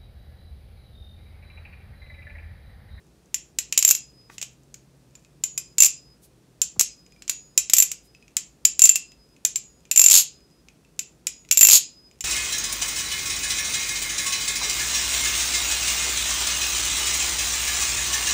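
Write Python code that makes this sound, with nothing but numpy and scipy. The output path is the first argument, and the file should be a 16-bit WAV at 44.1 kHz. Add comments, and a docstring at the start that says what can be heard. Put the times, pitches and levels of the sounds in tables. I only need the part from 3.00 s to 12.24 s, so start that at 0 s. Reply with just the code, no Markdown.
"""Over a low hum and soft hiss, metal clacks ring out: a butterfly-knife trainer flipped near a small microphone.
Each contact is a minimum-phase noise burst; damped sine modes add the ring of the held knife.
Two long flurries end in a chatter of rebounds; between blows come light touches, slides and faint free ringing.
A reverberant noise tail is the bedroom, and the loudest blows overload the input and clip."""
import sys
import numpy as np
from scipy import signal
from scipy.fft import rfft, irfft
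from scipy.io import wavfile
from scipy.ndimage import uniform_filter1d

SR = 44100
rng = np.random.default_rng(int(sys.argv[2]) if len(sys.argv) > 2 else 0)


def output_pcm(signal):
    """Save a mono or channel-first signal as 16-bit PCM at the path in sys.argv[1].

    Samples are clipped to [-1, 1] before scaling.
    """
    pcm = np.clip(np.atleast_2d(signal).T, -1, 1) * 32767
    wavfile.write(sys.argv[1], SR, np.round(pcm).astype(np.int16))


N = 407484
TAPS = 4096  # length of one contact, in samples
SMALL_DROP = 0.02  # greatest lowering of the low modes, as a share, in rebounds and in the listed grip spans

# Spectrum of metal on metal. Each row: frequency in Hz, relative density in dB per Hz.
CLACK_SPECTRUM = [(100, -30), (1000, -24.5), (1800, -20), (2500, -8), (3300, -12), (4500, -11), (6000, -3),
                  (7000, 2.5), (7700, -1.5), (8500, -12.5), (10500, -19), (12200, -12.5), (13500, -28.5),
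                  (15500, -18)]


def strikes(clack_gain_db=1.9, ring_gain_db=-0.7, vary_tilt=0.6, vary_db=1.5):
    """Impact excitation: each blow is a double clack and a modal ring that the next blow damps."""
    # Metal meets metal. Each row: start in seconds, impact in dB before gain, main ring in dB against the
    # impact (low when the fingers grip the struck part).
    blows = [(0.3438, -14, -2.5), (.5871, -12.5, -2), (.7252, -14, -11), (.7766, -3, -16),
             (0.7894, -18, 9.5), (.8259, -9, -13.5), (0.8496, -6, 4.5), (.8772, -13, 10.5),
             (0.8898, -8.5, -12), (.903, -12, 0.5), (0.9097, -3.5, -7), (0.9504, -15, -7.5),
             (1.3817, -28, -13), (1.4149, -23, -14), (1.4266, -20.5, -8), (1.7422, -32.5, -16),
             (2.153, -42, 5.5), (2.4378, -15, 3), (2.5776, -16, 1), (2.7831, -9.5, 3), (2.8037, -5, 5),
             (2.8219, -4.5, 9), (2.834, -5.5, -8.5), (2.8463, -7, 3.5), (2.8546, -13.5, 8.5),
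             (2.8616, -9.5, -1), (3.617, -8, 1), (3.7956, -5.5, -8), (3.804, -14, -7), (3.8105, -4.5, -13),
             (4.2218, -34, -19), (4.2791, -26, -8), (4.2958, -10, -10), (4.5771, -3.5, 0),
             (4.6979, -15, -2.5), (4.7349, 0, -4), (4.7666, -12, 5), (4.784, -4, 1.5), (4.8008, -9, 8.5),
             (4.824, -6, 1), (4.884, -36.5, 6), (4.9165, -17.5, -16), (5.3678, -10.5, -6),
             (5.6519, -4.5, 7), (5.7935, -8.5, -4.5), (5.8189, -4, 7), (5.8394, -7.5, 15),
             (5.8549, -4.5, -9.5), (5.8724, -15, -5.5), (5.8926, -7, 10.5), (5.946, -32, -4),
             (5.9571, -8.5, -3), (6.4507, -7, -2), (6.5583, -15, 0.5), (6.9133, -8.5, -0.5),
             (6.9607, -8.5, -1.5), (6.9752, -9.5, 11.5), (6.9947, -6.5, 9), (7.0156, -5, -0.5),
             (7.0401, -4.5, 3.5), (7.0613, -4, 6.5), (7.0845, -9, 5.5), (7.0997, -7, 3), (7.1112, -2, 2.5),
             (7.9923, -16, -2), (8.2696, -12, -21.5), (8.489, -40, -16), (8.512, -5, -20), (8.5238, -12, 4),
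             (8.5733, -7, 9), (8.5914, -16.5, 10.5), (8.61, -1, 0), (8.6166, -9.5, 8.5),
             (8.6296, -4.5, 11.5), (8.6497, -3, -3), (8.6705, -3.5, -5), (8.6868, -3, -2),
             (8.6996, -3.5, -4.5), (9.2075, -22.5, 1)]
    full_tilt, tilt_per_db = 3, 0.2121  # dB per octave at 0 dB impact, and its change per dB
    full_hollow_db, hollow_per_db = 1.5, 0.01  # hollow knock of the handles at 0 dB impact, change per dB
    settle_s, loose_tilt = 0.08, 2.2  # parts still loose from the last blow sound brighter (dB per octave)
    second_db, second_after_s = -8, 0.002  # the other handle lands softer, about this much later
    out = np.zeros(N)
    gaps = np.diff([row[0] for row in blows], prepend=0, append=N / SR)
    for (s, db, ring_db), before, after in zip(blows, gaps, gaps[1:]):
        place, lag, low, high = rng.uniform(-1, 1, 4)
        loose = np.exp(-before / settle_s)
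        _, _, grip_tilt, drop = grip(s)
        # a harder blow is a shorter contact, hence brighter
        tilt = full_tilt + tilt_per_db * db + loose_tilt * loose + grip_tilt + vary_tilt * place
        hollow_db = full_hollow_db + hollow_per_db * db
        for delay, level_db in (0, db), (second_after_s * (1 + lag / 2), db + second_db):
            contact = clack(CLACK_SPECTRUM, tilt, hollow_db, decay=0.00086, rattle_db=-6.5, rattle_decay=0.0056)
            add(out, s + delay, amp(level_db + clack_gain_db) * contact)
        families_db = ring_levels(s, db, ring_db, loose) + vary_db * np.array([low, 0, high])
        damped = ring(families_db, drop) * caught(2 * TAPS, after, fade=0.006)
        add(out, s, amp(ring_gain_db) * damped)
    return out


def clack(spectrum, tilt, hollow_db, decay, rattle_db, rattle_decay, smoothing=0.36):
    """Broadband contact: a crack and a brief buzz of the loose pivots, filtered by a broad metallic spectrum."""
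    t, hz = np.arange(TAPS) / SR, np.fft.rfftfreq(TAPS, 1 / SR)
    slope_db = tilt * np.log2(np.clip(hz, 2800, 10000) / 6000)
    knock_db = hollow_db * np.exp(-(np.log2((hz + 1) / 2250) / 0.45) ** 2)  # a hollow bump near 2250 Hz
    gain = evened(amp(read(spectrum, hz))) * amp(slope_db + knock_db)
    envelope = np.exp(-t / decay) + amp(rattle_db) * np.exp(-t / rattle_decay)
    burst = rfft(rng.standard_normal(TAPS) * envelope)
    # partly level the noise burst's random peaks and notches, for a smoother clack and denser tail
    log_gain = np.log(gain) - np.clip(smoothing, 0, 1) * np.log(evened(abs(burst)) + 1e-3)
    # minimum phase: the Hilbert transform of the log gain, mirrored to negative frequencies
    mirrored = np.r_[log_gain, log_gain[-2:0:-1]]
    causal = np.exp(np.conj(signal.hilbert(mirrored)))[:len(hz)]
    one_millisecond = np.sqrt(np.mean(gain ** 2) * SR / 1000 / TAPS)  # energy of the gain over 1 ms
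    return evened(irfft(burst * causal)) * one_millisecond


def ring(families_db, drop, grip_spread=0.18, detune=0.004, place_db=4.5, rise=0.00084):
    """Modal superposition: damped sines whose pitch, damping and mix shift with grip and point of contact."""
    # Modes of the held knife, four rows a family from low to high. Each row: nominal frequency in Hz,
    # level in dB within its family, nominal decay time t60 in seconds.
    held_modes = [(2730, 0, .085), (2640, -9, .05), (2810, -10, .05), (2350, -17, .06), (7260, 0, .042),
                  (7400, -8, .03), (7110, -14, .035), (6800, -18, .04), (12265, 0, .045), (12420, -5, .04),
                  (11350, -15, .04), (15150, -12, .045)]
    t = np.arange(2 * TAPS) / SR
    hz, db, t60 = np.transpose(held_modes)[:, :, None]
    per_family = len(held_modes) // len(families_db)
    phase = rng.random(hz.shape)
    shift, place = rng.standard_normal((2, *hz.shape))
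    weaker = db < db.max() - 2  # each family's strongest mode stays put
    level_db = db + np.repeat(families_db, per_family)[:, None] + place_db * place * weaker
    lowered = np.repeat([1 - drop * rng.random(), 1, 1], per_family)[:, None]  # the low family only
    hz = hz * lowered * (1 + detune * shift)
    damping = np.exp(grip_spread * (2 * rng.random() - 1))
    decay = np.exp(-np.log(1000) * damping * t / t60)
    modes = amp(level_db) * decay * np.sin(2 * np.pi * (hz * t + phase))
    return modes.sum(0) * (1 - np.exp(-t / rise))


def ring_levels(s, db, ring_db, loose):
    """Modal excitation: levels of the low, main and high mode family after a blow, in dB."""
    low_ring_db, low_per_db = -23.5, 1.81  # low family at 0 dB impact, and its change per dB
    high_ring_db, high_share = -20, 0.5  # high family against the impact; how far it follows the main ring
    loose_high_db = 8.5  # parts still loose from the last blow give more high ring
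    low_db, high_db, _, _ = grip(s)
    return [low_ring_db + low_per_db * db + low_db,
            db + ring_db,
            db + high_ring_db + high_share * ring_db + loose_high_db * loose + high_db]


def grip(s):
    """Boundary conditions: what the grip adds to low ring, high ring and tilt; how far it may lower low modes."""
    # Time spans, in flurries and around some single or soft clacks, where ring balance and brightness differ.
    # Each row: start in seconds, end in seconds, low family in dB, high family in dB,
    # brightness in dB per octave.
    grips = [(.70, .74, 15, 8.5, -3.5), (.74, .87, 1, 5, -1), (.87, .96, 5, 8, 0),
             (1.35, 1.46, -3, -15.5, -3), (2.75, 2.9, 13.5, 2, 0.8), (3.77, 3.85, -3, 0, 2),
             (4.2, 4.31, -2, -9, -2), (4.67, 4.86, 2, 8, 0), (5.77, 5.88, 11.5, -7.5, 1.5),
             (5.88, 5.99, 16.5, -5.5, -0.5), (6.89, 7.05, 11, 6.5, 0), (7.05, 7.115, -1, -3, -1.5),
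             (8.50, 8.68, 11, 7.5, -1.5)]
    for start, end, low_db, high_db, tilt in grips:
        if start <= s < end:
            return low_db, high_db, tilt, SMALL_DROP
    return 0, 0, 0, 0.15  # outside these spans: low modes up to 15 percent lower


def caught(size, after, fade):
    """Contact damping: envelope of a ring that a touch stops, fading exponentially from then on."""
    return np.exp(-np.maximum(np.arange(size) / SR - after, 0) / fade)


def chatter(spread_db=1.5, jitter_s=0.0013):
    """Repeated rebound: the handles bounce on their pins at shrinking intervals."""
    # Each row: start in seconds, end in seconds, first impact in dB, last impact in dB,
    # first gap in seconds, last gap in seconds.
    rebounds = [(7.116, 7.186, -9.5, -7.5, .005, .003), (7.1186, 7.178, -3.5, -4, .0113, .0108),
                (7.187, 7.226, -6.5, -22, .0045, .003), (8.7103, 8.755, -1, -4, .007, .003),
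                (8.757, 8.78, -4.5, -11.5, .0045, .003)]
    # Spectrum of a rebound. Each row: frequency in Hz, relative density in dB per Hz.
    rebound_spectrum = [(100, -31), (1800, -24.5), (2650, -11.5), (3000, -10.5), (3500, -9), (4250, -4),
                        (5200, -4.5), (6000, -6.5), (6800, 8), (7300, -0.5), (8300, -6), (10500, -13.5),
                        (12000, -3), (12400, -10), (13500, -23.5), (15500, -15.5)]
    rebound_ring_db = -7  # main ring against the impact
    out = np.zeros(N)
    for start, end, first_db, last_db, first_gap, last_gap in rebounds:
        s = start
        while s < end:
            db = np.interp(s, [start, end], [first_db, last_db]) + spread_db * rng.standard_normal()
            gap = max(np.interp(s, [start, end], [first_gap, last_gap]), 1 / 1000)
            at = s + jitter_s * rng.uniform(-1, 1)
            contact = clack(rebound_spectrum, 0, 0, decay=0.0013, rattle_db=-8, rattle_decay=0.005)
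            add(out, at, amp(db) * contact)
            families_db = ring_levels(s, db, rebound_ring_db, loose=0.93)
            add(out, at, ring(families_db, SMALL_DROP) * caught(2 * TAPS, gap, fade=0.0055))
            s += gap
    return out


def touches(tick_gain_db=-9, tilt=-7.5, hollow_db=4, ping_gain_db=-1, ping_t60=0.06):
    """Gentle excitation: a handle just touches the blade, a dull tick and a short one-mode ping."""
    # Each row: start in seconds, tick in dB before gain, ping frequency in Hz, ping in dB before gain.
    light_touches = [(2.2483, -38.5, 2530, -54), (4.064, -38, 2730, -67), (4.122, -39.5, 2450, -60),
                     (4.1627, -47, 2370, -50), (5.1489, -39, 2580, -44), (5.2255, -44, 2530, -48),
                     (5.2802, -35.5, 2690, -65), (6.119, -34.5, 2650, -48), (6.3644, -40.5, 2530, -58),
                     (6.853, -35.5, 2430, -52.5), (7.6854, -31.5, 2540, -52), (7.8486, -45.5, 2640, -55),
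                     (8.4494, -37, 2040, -59.5), (9.1127, -38, 2420, -73)]
    out, t = np.zeros(N), np.arange(TAPS) / SR
    for s, tick_db, hz, ping_db in light_touches:
        tick = clack(CLACK_SPECTRUM, tilt, hollow_db, decay=0.0011, rattle_db=-6, rattle_decay=0.005)
        ping = np.exp(-np.log(1000) * t / ping_t60) * np.sin(2 * np.pi * hz * t)
        add(out, s, amp(tick_db + tick_gain_db) * tick)
        add(out, s, amp(ping_db + ping_gain_db) * ping)
    return out


def blade_singing():
    """Free vibration: the swinging blade sings at a single mode until it is caught."""
    # Each row: start in seconds, moment caught in seconds, level in dB of the direct tone.
    blade_rings = [(.911, 1.28, -48), (2.577, 2.73, -56), (2.847, 3.125, -48), (3.811, 4.2, -52),
                   (4.295, 4.57, -60.5), (4.825, 5.26, -55), (5.892, 6.33, -50), (6.558, 6.9, -64),
                   (7.172, 7.6, -54.5), (8.27, 8.42, -57), (8.744, 9.12, -46.5)]
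    return singing(blade_rings, hz=5022, t60=1.7, sway=0.8, doppler_hz=17)


def handle_singing():
    """Free vibration: a loose handle sings likewise, higher and with a faster decay."""
    # Each row: start in seconds, moment caught in seconds, level in dB of the direct tone.
    handle_rings = [(.344, .49, -50), (2.438, 2.78, -36.5), (3.811, 3.98, -61), (4.295, 4.58, -32.5),
                    (5.367, 5.56, -51), (6.558, 6.80, -40.5), (8.270, 8.48, -39.5)]
    return singing(handle_rings, hz=6800, t60=0.53, sway=0.4, doppler_hz=13)


def singing(rows, hz, t60, sway, doppler_hz):
    """Beating: the Doppler-shifted reflections of a moving part interfere with its direct tone."""
    out, t = np.zeros(N), np.arange(SR) / SR
    for s, caught_s, db in rows:
        shift, phase = rng.random((2, 4, 1))  # four reflections
        echo_hz = hz + doppler_hz * (2 * shift - 1)
        echoes = np.sin(2 * np.pi * (echo_hz * t + phase)).sum(0) / 2
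        envelope = np.exp(-np.log(1000) * t / t60) * caught(SR, caught_s - s, fade=0.024)
        add(out, s, amp(db) * envelope * (np.sin(2 * np.pi * hz * t) + sway * echoes))
    return out


def hand(sag=0.008, skin_octaves=1.1):
    """Friction and soft impact: skin brushes give band noise; a landing on the palm gives a falling thump."""
    # The knife slides or knocks against the fingers. Each row: start in seconds, length in seconds,
    # level in dB, centre frequency in Hz.
    slides = [(1.281, 0.11, -59, 5800), (1.296, 0.0091, -43.5, 1130), (3.209, .07, -59, 9400),
              (3.758, .016, -52, 600), (5.02, 0.074, -66, 8700)]
    # A handle lands on the palm. Each row: start in seconds, level in dB, first and last frequency in Hz.
    pats = [(3.762, -39, 648, 65.5)]
    out = np.zeros(N)
    wide = 2 ** skin_octaves
    for s, length, db, hz in slides:
        size = int(length * SR)
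        spectrum = [(hz / wide ** 3, -22), (hz / wide, -5), (hz, 0), (hz * wide, -11), (hz * wide ** 3, -40)]
        brush = noise(spectrum, size) * np.hanning(size)
        add(out, s, amp(db) * evened(brush))
    t = np.arange(TAPS) / SR
    for s, db, first_hz, last_hz in pats:
        turns = np.cumsum(last_hz + (first_hz - last_hz) * np.exp(-t / sag)) / SR
        swell = np.exp(-((turns - 4.6) / 2.5) ** 2)  # loudest after 4.6 cycles
        add(out, s, amp(db) * swell * np.sin(2 * np.pi * turns))
    return out


def pivot_play(per_s=9, db=-61, spread_db=3):
    """Random point process: faint ticks of the loose pivots as the fingers shift."""
    out = np.zeros(N)
    candidates = 200
    for s, chance, size, colour in rng.random((candidates, 4)):
        if chance < per_s * N / SR / candidates:
            level_db = db + spread_db * min(-np.log(size), 2)
            tick = clack(CLACK_SPECTRUM, -4 * colour, 8 * colour, decay=0.001, rattle_db=-15, rattle_decay=0.004)
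            add(out, s * N / SR, amp(level_db) * tick)
    return out


def room(x, gap=0.0035, swell=0.0054, near=0.87):
    """Reverberation: the dense reflections of a small furnished room, each band with its own decay time."""
    # Each row: frequency in Hz, decay time t60 in seconds.
    room_t60 = [(300, 0.26), (1300, 0.18), (2700, 0.27), (5000, 0.27), (7200, 0.23), (12000, 0.093),
                (16000, 0.083)]
    # Tone of the tail. Each row: frequency in Hz, gain in dB.
    room_colour = [(200, -4), (1200, 0.5), (2500, -1.5), (5000, -3.5), (7200, -4), (12000, 2.5),
                   (16000, -5.5)]
    delay = np.arange(SR // 2) / SR
    build_up = np.clip((delay - gap) / swell, 0, 1)  # far walls answer later
    reflections = rng.standard_normal(len(delay)) * (near + (1 - near) * build_up) * (delay > gap)
    hz, t, bands = signal.stft(reflections, SR, nperseg=256)
    decay = np.exp(-np.log(1000) * t / read(room_t60, hz)[:, None])
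    tail = signal.istft(bands * decay, SR, nperseg=256)[1]
    tail = tail / np.linalg.norm(tail)
    tail = irfft(rfft(tail) * amp(read(room_colour, np.fft.rfftfreq(len(tail), 1 / SR))))
    return signal.fftconvolve(x, tail)[:N]


def background(hum_hz=129.7, waver_hz=6, floor_db=-56):
    """Stationary noise and frequency modulation: rumble and hiss, with a wavering hum that swells and recedes."""
    # Spectrum of rumble and hiss. Each row: frequency in Hz, relative density in dB per Hz.
    floor_spectrum = [(20, -33), (35, -11.5), (55, 2), (95, -13), (150, -1), (200, -6.5), (380, -9),
                      (800, -21), (2300, -29.5), (2600, -27), (2900, -30.5), (5500, -29.5), (9000, -33),
                      (15500, -42.5)]
    # Each row: time in seconds, level of the hum in dB.
    hum_levels = [(0, -72), (.8, -67), (1.5, -58.5), (2.5, -60.5), (3.6, -62), (4.2, -73.5), (9.2, -78)]
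    t = np.arange(N) / SR
    drift = evened(uniform_filter1d(rng.standard_normal(N), size=4000))
    hum = evened(np.sin(2 * np.pi * np.cumsum(hum_hz + waver_hz * drift) / SR))
    hum_db = np.interp(t, *np.transpose(hum_levels))
    return amp(floor_db) * noise(floor_spectrum, N) + amp(hum_db) * hum


def noise(spectrum, size):
    """Spectral shaping: white noise filtered to a spectrum, at rms 1."""
    white = rfft(rng.standard_normal(size))
    return evened(irfft(white * amp(read(spectrum, np.fft.rfftfreq(size, 1 / SR))), size))


def amp(db):
    """Logarithmic level: decibels to amplitude gain."""
    return 10 ** (np.asarray(db) / 20)


def evened(x):
    """Power normalisation: scales to rms 1."""
    return x / np.sqrt(np.mean(x ** 2) + 1e-20)


def read(points, hz):
    """Interpolation on a logarithmic frequency axis."""
    f, value = np.transpose(points)
    return np.interp(np.log(hz + 1), np.log(f + 1), value)


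def add(mix, s, sound):
    """Linear superposition: mixes a sound in at s seconds."""
    part = mix[max(round(s * SR), 0):][:len(sound)]
    part += sound[:len(part)]


def scene():
    """Superposition of the close knife, its room, the free ringing and the background."""
    knife = strikes() + chatter() + touches() + pivot_play() + hand()
    free_ringing = blade_singing() + handle_singing()
    return (knife + amp(-9.0) * room(knife) + free_ringing + background())[None]


def record(dry):
    """Overload and filtering: clipping at full scale at 48 kHz folds overtones down; then tone and band limit."""
    # Tone of the recorder, a mild bass cut. Each row: frequency in Hz, gain in dB.
    recorder_tone = [(20, -10.5), (50, -2), (300, -2.5), (900, -2.5), (2000, -1.5), (8000, -0.5),
                     (15000, 0)]
    edge_hz = 15720  # upper band limit
    fast = signal.resample_poly(dry, 160, 147, axis=1)  # 44.1 to 48 kHz
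    clipped = signal.resample_poly(np.clip(fast, -1, 1), 147, 160, axis=1)[:, :N]
    toned = irfft(rfft(clipped) * amp(read(recorder_tone, np.fft.rfftfreq(N, 1 / SR))), N)
    low_pass = signal.firwin(511, edge_hz, window=("kaiser", 8), fs=SR)
    return signal.oaconvolve(toned, low_pass[None], "same")


dry = scene()
out = record(dry)
output_pcm(out)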